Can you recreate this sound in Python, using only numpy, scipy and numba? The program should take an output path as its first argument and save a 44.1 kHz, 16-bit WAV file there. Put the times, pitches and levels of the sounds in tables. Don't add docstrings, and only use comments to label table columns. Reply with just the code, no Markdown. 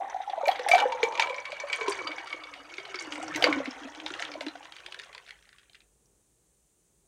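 import sys
import numpy as np
from scipy import signal
from scipy.fft import rfft, irfft, next_fast_len
from scipy.io import wavfile
from scipy.ndimage import map_coordinates
from numba import njit

SR = 44100
rng = np.random.default_rng(int(sys.argv[2]) if len(sys.argv) > 2 else 0)


def unload_audio(sound):
    columns = np.transpose(np.atleast_2d(sound))
    steps = np.round(np.clip(columns, -1, 1) * 32767)
    wavfile.write(sys.argv[1], SR, steps.astype(np.int16))


N = 311919

# start_s [s], gurgle_db [dB], splash_db [dB]
STREAM_LEVELS = [(0, -33.5, -56.5), (.25, -48.5, -55.5), (.51, -32.5, -51), (.63, -41, -41),
                 (.71, -30.5, -42), (.82, -24.5, -43), (.93, -36, -44.5), (1.25, -33.5, -51),
                 (1.48, -47, -45), (1.9, -36, -36), (2.15, -43, -41.5), (2.7, -53.5, -48), (3.02, -47, -40),
                 (3.33, -41.5, -39), (3.47, -28.5, -33.5), (3.66, -46, -40), (3.85, -48, -41.5),
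                 (4.03, -51.5, -43.5), (4.22, -47.5, -40.5), (4.43, -45.5, -52.5), (4.63, -60, -47.5),
                 (5.14, -59.5, -50), (5.4, -73, -58), (5.62, -91, -63.5), (5.85, -97.5, -72.5)]
# start_s [s], pitch_hz [Hz], level_db [dB]
LIQUID_MODE = [(.8, 552, -44), (1.1, 471, -45), (1.25, 556.4, -43.5), (1.62, 612, -55), (1.85, 446, -45),
               (2.09, 316, -44.5), (2.26, 356, -56), (2.59, 271, -66), (2.85, 411, -56), (3.13, 297, -52),
               (3.4, 336, -38.5), (3.53, 280, -36), (3.68, 253, -54), (4.17, 340, -55), (4.45, 270, -53.5),
               (4.71, 327, -67.5), (5.2, 447, -65.5)]
# ratio to the lowest pitch [-], width_hz [Hz], level_db [dB]
COLUMN_OVERTONES = [(2.4, 600, 4.5), (4.4, 892, -1.5), (7.4, 820, -13.5)]
# pitch_hz [Hz], nominal level_db [dB], t60_s [s], share of pitch lost when full [-]
GLASS_MODES = [(1302, -17, 0.12, 0.0031), (1555, -14, 0.18, 0.0032), (2361, 0.5, 0.067, .075),
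               (2967, -12.5, 0.077, 0.014), (3380, -21, .07, 0.16)]
# pitch_hz [Hz], level_db [dB per Hz]
SLOSH_COLOUR = [(200, -44), (330, 1.5), (600, 10), (1000, 6.5), (1600, -11.5), (3000, -52)]
# pitch_hz [Hz], level_db [dB per Hz]
SPLASH_COLOUR = [(600, -41), (1100, -12.5), (1700, -6), (2300, -11), (3200, -3.5), (4500, -15), (6500, -7),
                 (10000, -56.5)]
# pitch_hz [Hz], level_db [dB per Hz]
SPRAY_COLOUR = [(4000, -16), (5500, 4), (6500, 2), (9500, -3.5), (10500, -21.5), (13000, -28.5),
                (15800, -33.5)]
# start_s [s], level_db [dB], top octave over that level [dB]
SPRAY_SURGES = [(0.467, -53.5, 1), (.684, -39.5, -12.5), (.716, -49, -4), (.747, -54.5, -11.5),
                (.8, -59, -11.5), (1.026, -45, -18), (1.196, -42, -19.5), (1.722, -47, -20),
                (1.881, -46.5, -26), (2.996, -52.5, -29), (3.12, -50.5, -24), (3.22, -55.5, -27),
                (3.358, -50, -5), (3.422, -51.5, -5.5), (4.062, -54, -23.5), (4.196, -56.5, -24.5),
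                (4.407, -57.5, -16), (4.987, -56, -29)]
# start_s [s], level_db before a common lift [dB], pitch_hz [Hz]
BUBBLE_PLOPS = [(.003, -27.5, 736), (.016, -25, 753), (.043, -32, 750), (.144, -21.5, 760),
                (.161, -25, 760), (.201, -22, 764), (.275, -23, 812), (.294, -24, 758), (.332, -21, 755),
                (.377, -22.5, 656), (.409, -23.5, 730), (.431, -22.5, 558), (.474, -15.5, 608),
                (.487, -9, 747), (0.593, -27.5, 505), (.662, -17.5, 808), (.691, -18, 681),
                (.711, -16, 663), (.734, -6, 731), (.751, -7, 728), (.779, -27.5, 884), (.853, -17, 510),
                (0.922, -19.5, 909), (1.03, -16.5, 462), (1.195, -13.5, 904), (1.3, -26.5, 523),
                (1.526, -31, 594), (1.635, -28.5, 584), (1.811, -30.5, 446), (1.879, -21, 399),
                (2.045, -40, 332), (2.067, -23, 1250), (2.177, -35, 790), (2.337, -44, 338),
                (2.781, -39.5, 378), (2.943, -36.5, 370), (3.071, -36, 326), (3.232, -25, 760),
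                (3.352, -30, 314), (3.422, -16, 745), (3.439, -14, 505), (3.464, -11.5, 610),
                (3.481, -19, 320), (3.526, -40, 307), (3.562, -25, 304), (3.601, -19.5, 549),
                (3.673, -28, 267), (3.811, -38.5, 290), (3.845, -34.5, 258), (4.062, -26, 860),
                (4.105, -33.5, 343), (4.201, -28.5, 710), (4.353, -25, 617), (4.372, -38, 317),
                (4.409, -24.5, 608), (4.463, -27.5, 309), (4.553, -28.5, 736), (4.606, -32, 837),
                (4.653, -34, 1010), (5.149, -33, 980), (5.697, -58, 680)]
# start_s [s], level_db [dB], cube pitch_hz [Hz], glass ring over that level [dB], high ping over it [dB]
ICE_CLINKS = [(0.096, -36, 1580, -32, -41), (0.298, -31, 3440, -19, -28), (0.456, -26, 2220, 3.5, -26),
              (0.4808, -14, 2200, -30.5, -36), (0.513, -21, 3280, -25, -31), (0.5567, -27, 2150, -22, -36),
              (0.592, -22, 1910, -33.5, -36), (0.6853, -16, 2140, -30, -30),
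              (0.7139, -11, 2270, 3.5, -14.5), (0.7469, -11.5, 2226, -5.5, -20),
              (0.7795, -14, 1376, -18.5, -36), (0.787, -22, 3630, -12, -29), (0.8001, -16, 2940, -7, -38),
              (0.921, -23, 2294, -18, -35), (1.0293, -12, 2323, -17, -37), (1.1216, -29, 2410, -22, -27),
              (1.152, -24.5, 2360, -13, -31), (1.175, -23.5, 2350, -25, -36),
              (1.1957, -7.5, 2370, -18, -22), (1.2212, -13.5, 2330, -11, -23), (1.27, -27, 2860, -7, -25),
              (1.296, -25.5, 2380, -3.5, -28), (1.343, -27.5, 2200, -6, -21),
              (1.381, -28.5, 2350, 1.5, -31), (1.453, -23.5, 2205, -8.5, -27), (1.5189, -24, 2360, -9, -26),
              (1.5672, -35.5, 2240, 1, -30), (1.5986, -26.5, 2310, -2.5, -17), (1.698, -29, 2340, 3, -25),
              (1.7282, -14.5, 2420, -6.5, -19), (1.81, -24, 2360, 1.5, -32), (1.861, -36, 2260, 2, -26),
              (1.879, -20, 2340, -37, -21), (1.919, -23, 2410, -7.5, -5.5), (1.9889, -31, 2300, 2.5, -30),
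              (2.024, -38, 3000, -14, -28), (2.071, -24, 3030, -3.5, -3.5), (2.115, -28.5, 2240, -3.5, -25),
              (2.128, -37, 2090, -14, -31), (2.181, -28.5, 1600, -1.5, -11.5),
              (2.2715, -29.5, 1360, -9, -13), (2.302, -31, 3100, -3, -13), (2.327, -24, 2294, -1, -27),
              (2.4356, -32.5, 3530, -4, -10), (2.537, -28, 2120, -14, -16), (2.652, -47, 2230, -3, -1),
              (2.709, -47.5, 2250, 11, -29), (2.7387, -30, 2500, -8, -17), (2.7813, -25.5, 2160, -2, -19),
              (2.798, -34, 3200, -12, -10), (2.8515, -29, 3060, -6, -27), (2.9, -44, 2850, -10, -18),
              (2.9428, -24, 1330, 1.5, -15), (2.9563, -28, 2440, -18, -6), (2.988, -28, 2200, -6, 2.5),
              (2.997, -37, 2950, -4, -16), (3.121, -20, 2970, -7.5, -17), (3.156, -27, 2090, 1.5, -25),
              (3.226, -30, 2890, -15.5, -11), (3.279, -31, 1390, -28, -16), (3.339, -30, 2940, -10.5, -20),
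              (3.3467, -19.5, 2190, -11, -22), (3.359, -16, 1990, -31, -23), (3.372, -30, 1900, -17.5, -32),
              (3.4234, -8, 3000, -15, -33), (3.4403, -2, 2150, -8.5, -3.5), (3.5263, -16, 1800, 15, -40),
              (3.6562, -21.5, 2100, 2, -41), (3.708, -32.5, 1940, -31, -34), (3.948, -29, 2930, -30, -35),
              (3.999, -27.5, 3120, -14, -35), (4.062, -18, 3670, -2, -34), (4.1034, -23.5, 1440, -19, -58),
              (4.1377, -21, 2780, -12, -39), (4.189, -27, 1880, -20, -29), (4.195, -18.5, 1790, -11, -39),
              (4.2227, -15.5, 1960, -12, -43), (4.25, -23, 3230, -15, -34), (4.316, -27.5, 2330, -20, -31),
              (4.338, -26, 2270, -11, -33), (4.4073, -18, 2080, -20, -29), (4.4643, -20.5, 2760, -34, -34),
              (4.483, -25, 4020, -30, -34), (4.554, -31, 1490, -24, -35), (4.628, -34, 2950, -35, -35)]
# start_s [s], peak level_db before the cup's bass loss [dB], pitch_hz [Hz]
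CUP_TICKS = [(4.654, -36, 1830), (4.7211, -30.5, 3230), (4.7646, -32, 1550), (4.802, -35.5, 1550),
             (4.8616, -28.5, 3100), (4.9223, -29, 2980), (4.9435, -27.5, 1680), (4.9898, -31.5, 3730),
             (4.9965, -26.5, 1830), (5.035, -38.5, 2770), (5.1282, -38, 2080), (5.148, -31, 3450),
             (5.1785, -33.5, 2090), (5.263, -40, 3600), (5.277, -42, 1890), (5.2854, -38.5, 1730),
             (5.291, -34.5, 1750), (5.3064, -31, 1960), (5.4244, -47, 2160), (5.453, -50, 1910),
             (5.4897, -42, 1504), (5.528, -43, 1570), (5.561, -52.5, 1770), (5.583, -43, 2560),
             (5.5934, -49, 1610), (5.6314, -51, 1910), (5.6961, -46, 3125), (5.7315, -47, 4130),
             (5.746, -40.5, 2020), (5.7515, -40.5, 2780), (5.804, -48, 3820), (5.817, -53, 2690)]
# start_s [s], level_db [dB], pitch_hz [Hz]
SINGLE_DROPLETS = [(0.0996, -38.5, 6000), (0.454, -41, 6470), (0.688, -24, 9100), (0.7163, -31, 6400),
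                   (0.738, -30, 6090), (0.801, -33, 6340), (1.153, -39, 5920), (1.1742, -39, 6340),
                   (1.204, -27, 5970), (1.3622, -38, 5830), (1.4012, -40.5, 5900), (1.6004, -31, 6040),
                   (1.8816, -33, 5750), (1.8957, -31.5, 8720), (2.163, -43, 5950), (2.9562, -34, 5300),
                   (2.996, -29, 6180), (3.2284, -36, 7600), (3.2807, -33.5, 5580), (3.359, -30.5, 6200),
                   (3.709, -35, 5280), (4.12, -40, 6100), (4.2168, -33.5, 6230), (4.3161, -35, 5210),
                   (4.337, -35.5, 4426), (6.057, -57, 5740)]
# pitch_hz [Hz], level_db [dB per Hz]
FOAM_COLOUR = [(700, -40), (1200, -12), (3000, -11), (5300, -11), (6300, -2), (9500, 0), (10400, -10),
               (13000, -14), (15800, -15)]
# pitch_hz [Hz], level_db [dB per Hz]
ROOM_COLOUR = [(28, -33.5), (40, -6), (53, 3), (80, -12), (150, -8), (250, -16), (400, -10.5), (630, -20),
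               (1000, -24.5), (2000, -38)]
# pitch_hz [Hz], t60_s [s]
ROOM_DECAY = [(200, 0.12), (2000, 0.22), (10000, 0.016)]

FULL_S = 3.5
EMPTY_HZ, FULL_HZ, RISE_FROM_S, RISE_TO_S = 826, 1439, 0.27, 3.25
CLEAR_EMPTY, CLEAR_LOSS_PER_S = 0.72, 0.12
SURGE_RISE_S, SURGE_FALL_DB_PER_S, MIST_UNDER_SPLASH_DB = 0.0018, 242.5, 26.5
PLOP_CYCLES = 31.4
FROTH_DAMPING = 1
PING_HZ, PING_IN_POUR_DB, PING_T60_S, PING_LOST = 4695, -26, .065, .011
WASH_DB, WASH_T60_S = -24, 0.13
KNOCK_T60_S, FROTH_SHORTENS = 0.031, .7
DROPLET_T60_S = 0.02
FOAM_DB, ROOM_TONE_DB = -72, -72
TOP_HZ = 15830


def stream():
    gurgle_db, splash_db = curves(STREAM_LEVELS + [(5.95, -110, -110)])
    liquid_hz, liquid_db = curves([(.3, 639, -68.5)] + LIQUID_MODE + [(5.6, 396.6, -110)])
    column_hz, clear = air_column()
    fill = np.clip(np.arange(N) / SR / FULL_S, 0, 1)

    blobs = patter(160, size_db=3, t60=.06)
    column = resonance(lumpy(55, depth_db=4.0), column_hz, width_hz=140)
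    glugs = grains(count=1500, centre_hz=900, spread=.45, cycles=9, size_db=4, rise=.03)
    blurred = .6 * coloured(blobs, SLOSH_COLOUR) + 0.82 * glugs
    gurgle = clear * column + (1.05 - clear) * blurred
    liquid = resonance(blobs, liquid_hz, width_hz=31)
    table = fill * band(lumpy(12, depth_db=2.5), 80, 170)

    landing = sum(band(patter(170, size_db=5, t60=.025), hz / 1.5, hz * 1.5)
                  for hz in (1700, 3300, 6500))
    wall_modes = GLASS_MODES + [(PING_HZ, PING_IN_POUR_DB, PING_T60_S, PING_LOST)]
    wall = sum(amp(db / 2) * resonance(landing, hz * (1 - lost * fill), width_hz=85)
               for hz, db, _, lost in wall_modes)
    upper = sum(amp(db) * resonance(landing, ratio * column_hz, width_hz)
                for ratio, width_hz, db in COLUMN_OVERTONES)
    bubbles = grains(count=3000, centre_hz=2000, spread=.4, cycles=9, size_db=3.5, rise=.02)
    splash = 0.48 * coloured(landing, SPLASH_COLOUR) + 0.75 * bubbles
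    splash += 0.6 * fill ** .5 * (1.1 - fill ** 8) * wall
    splash += 1.6 * (1 - fill) ** 3 * upper

    drink = amp(gurgle_db) * gurgle + amp(liquid_db) * liquid
    drink += amp(splash_db - 7.5) * splash + spray(splash_db)
    return drink, amp(liquid_db - 19.0) * table


def air_column():
    t = np.arange(N) / SR
    risen = np.clip((t - RISE_FROM_S) / (RISE_TO_S - RISE_FROM_S), 0, 1)
    rocking = 1 + .05 * wobble(14)
    length = (1 - risen) / EMPTY_HZ + risen / FULL_HZ
    clear = np.clip(CLEAR_EMPTY - CLEAR_LOSS_PER_S * t, .05, 1)
    return rocking / length, clear


def spray(splash_db):
    gain, t = np.zeros((2, N + SR)), np.arange(SR // 3) / SR
    shape = np.clip(t / SURGE_RISE_S, 0, 1) ** 2 * amp(-SURGE_FALL_DB_PER_S * t)
    for start_s, db, top_db in SPRAY_SURGES:
        gain[:, round(start_s * SR):][:, :len(t)] += amp([[db], [db + top_db]]) * shape
    fine_gain, top_gain = gain[:, :N]
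    plinks = grains(count=900, centre_hz=6100, spread=.13, cycles=6, size_db=4.5, rise=.01)
    fine = coloured(patter(350, size_db=6.0, t60=0.0092), SPRAY_COLOUR) + 0.87 * plinks
    mist = (fine_gain + amp(splash_db - MIST_UNDER_SPLASH_DB)) * fine
    top = band(patter(400, size_db=4.0, t60=0.036), 9000, 15000)
    return mist + top_gain * top


def plops():
    out, t = np.zeros(N + SR), np.arange(SR // 5) / SR
    for start_s, db, hz in BUBBLE_PLOPS:
        cycles = PLOP_CYCLES / (1 + FROTH_DAMPING * min(start_s / FULL_S, 1) ** 8)
        swell = (1 - np.exp(-t / 0.0021)) ** 2 * amp(-60 * t * hz / cycles)
        note = np.sin(2 * np.pi * hz * t * (1 + 0.27 * t))
        add_at(out, start_s, amp(db + 6.5) * swell * note)
    return out[:N]


def clinks():
    out, t = np.zeros(N + SR), np.arange(SR // 5) / SR
    for start_s, db, cube_hz, ring_db, ping_db in ICE_CLINKS:
        fill = min(start_s / FULL_S, 1)
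        froth = fill ** 8
        damping = 1 + 6 * froth
        ring = 0
        for hz, level_db, t60, lost in GLASS_MODES:
            spot, detune = rng.random(2) - .5
            decay = amp(level_db * (1.5 + .8 * spot) - 60 * t * damping / t60)
            ring = ring + decay * np.sin(2 * np.pi * hz * (1 - lost * fill + 0.014 * detune) * t)
        ping = amp(ping_db - 60 * t * damping ** .7 / PING_T60_S)
        ping *= np.sin(2 * np.pi * PING_HZ * (1 - PING_LOST * fill) * t)
        ring = (1 - np.exp(-t / 0.0022)) * (amp(ring_db) * ring + ping)
        wash = amp(WASH_DB - 60 * t / WASH_T60_S) * (1 - np.exp(-t / 0.0018))
        wash *= band(rng.standard_normal(len(t)), 630, 3800)
        knock_t60 = KNOCK_T60_S / (1 + FROTH_SHORTENS * froth)
        knock = contact(t, cube_hz, note_db=-4.0, crack_db=-30.5, t60=knock_t60)
        add_at(out, start_s, amp(db) * (ring + knock + wash))
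    return out[:N]


def contact(t, hz, note_db, crack_db, t60):
    shape = (1 - np.exp(-t / 0.00072)) ** 2 * amp(-60 * t / t60)
    size = np.sqrt(np.mean(shape ** 2))
    noise = shape * rng.standard_normal((3, len(t)))
    knock = amp(-11.5) * band(noise[0], hz / 1.327, hz * 1.316)
    rattle = amp(-8.0) * band(noise[1], 1300, 4300)
    crack = amp(crack_db) * band(noise[2], 5900, 10000)
    note = amp(note_db) * shape * np.sin(2 * np.pi * hz * t)
    return note + size * (knock + rattle + crack)


def cup():
    out, t = np.zeros(N + SR), np.arange(SR // 10) / SR
    for start_s, db, hz in CUP_TICKS:
        tick = contact(t, hz, note_db=-7, crack_db=-25.5, t60=0.015)
        add_at(out, start_s, amp(db) * tick / np.abs(tick).max())
    return filtered(out[:N], lambda hz: 1 / np.sqrt(1 + (1300 / (hz + 1)) ** 8))


def droplets():
    out, t = np.zeros(N + SR), np.arange(SR // 20) / SR
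    for start_s, db, hz in SINGLE_DROPLETS:
        noise = band(rng.standard_normal(len(t)), hz / 1.2, hz * 1.2)
        note = np.sin(2 * np.pi * hz * t) + .6 * noise
        shape = amp(db - 60 * t / DROPLET_T60_S) * (1 - np.exp(-t / 0.00063))
        add_at(out, start_s, shape * note)
    return out[:N]


def foam():
    return amp(FOAM_DB) * coloured(rng.standard_normal(N), FOAM_COLOUR)


def walls(x):
    hz, t, z = signal.stft(rng.standard_normal(SR // 2), SR, nperseg=256)
    decay = amp(-60 * t / along(ROOM_DECAY, hz)[:, None])
    tail = signal.istft(z * decay, SR, nperseg=256)[1]
    delayed = np.pad(x, (200, 0))
    return signal.fftconvolve(delayed, tail / np.linalg.norm(tail))[:N]


def room_tone():
    rumble = coloured(rng.standard_normal(N), ROOM_COLOUR + [(3500, -120)])
    return amp(ROOM_TONE_DB + 0.94 * wobble(6.2)) * rumble


def patter(rate, size_db, t60):
    draw = rng.random((2, N))
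    size = amp(np.minimum(-size_db * np.log(draw[1] + 1e-9), 3.8 * size_db))
    drops = (draw[0] < rate / SR) * size
    envelope = signal.lfilter([1], [1, -amp(-60 / (t60 * SR))], drops)
    return unit(envelope * rng.standard_normal(N))


def lumpy(rate, depth_db):
    level_db = depth_db * wobble(rate) + depth_db / 2 * wobble(rate / 4)
    return unit(amp(level_db) * rng.standard_normal(N))


def grains(count, centre_hz, spread, cycles, size_db, rise):
    draw, t = rng.random((count, 3)), np.arange(900) / SR
    hz = np.clip(centre_hz * np.exp(spread * rng.standard_normal((count, 1))), 500, 14000)
    turns = hz * t
    size = amp(np.minimum(-size_db * np.log(draw[:, 1:2] + 1e-9), 4 * size_db))
    swell = (1 - np.exp(-turns)) * np.exp(-turns / cycles) * (1 - t / t[-1])
    shape = size * swell * np.sin(2 * np.pi * turns * (1 + rise * turns / cycles))
    at = (draw[:, :1] * N).astype(int) + np.arange(len(t))
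    return unit(np.bincount(at.ravel(), shape.ravel(), N + len(t))[:N])


@njit
def resonator(x, turn, pole):
    y = np.zeros(len(x))
    for i in range(2, len(x)):
        y[i] = np.sin(turn[i]) * x[i] + 2 * pole * np.cos(turn[i]) * y[i - 1] - pole * pole * y[i - 2]
    return y


def resonance(x, hz, width_hz):
    turn, pole = 2 * np.pi * hz / SR, np.exp(-np.pi * width_hz / SR)
    return unit(resonator(resonator(x, turn, pole), turn, pole))


def band(x, low_hz, high_hz):
    sos = signal.butter(3, [low_hz, high_hz], "band", fs=SR, output="sos")
    return unit(signal.sosfilt(sos, x))


def filtered(x, response):
    m = next_fast_len(len(x) + 8192)
    return irfft(rfft(x, m) * response(np.fft.rfftfreq(m, 1 / SR)), m)[:len(x)]


def coloured(x, spectrum):
    return unit(filtered(x, lambda hz: amp(along(spectrum, hz))))


def along(points, hz):
    f, v = np.transpose(points)
    return np.interp(np.log(hz + 1), np.log(f + 1), v)


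def curves(rows):
    s, *cols = np.transpose(rows)
    return [np.interp(np.arange(N) / SR, s, c) for c in cols]


def wobble(rate):
    knots = rng.standard_normal(int(N * rate / SR) + 4)
    return map_coordinates(knots, [np.arange(N) * rate / SR])


def add_at(out, start_s, sound):
    out[round(start_s * SR):][:len(sound)] += sound


def amp(db):
    return 10 ** (np.asarray(db) / 20)


def unit(x):
    return x / np.sqrt(np.mean(x ** 2) + 1e-20)


def scene():
    drink, table = stream()
    no_bass = signal.butter(8, 235, "high", fs=SR, output="sos")
    pour = signal.sosfilt(no_bass, drink + plops() + clinks() + cup() + droplets())
    close = pour + amp(-12.5) * walls(pour)
    return (close + table + foam() + room_tone())[None]


def record(dry):
    return filtered(dry[0], lambda hz: hz < TOP_HZ)[None]


dry = scene()
out = record(dry)
unload_audio(out)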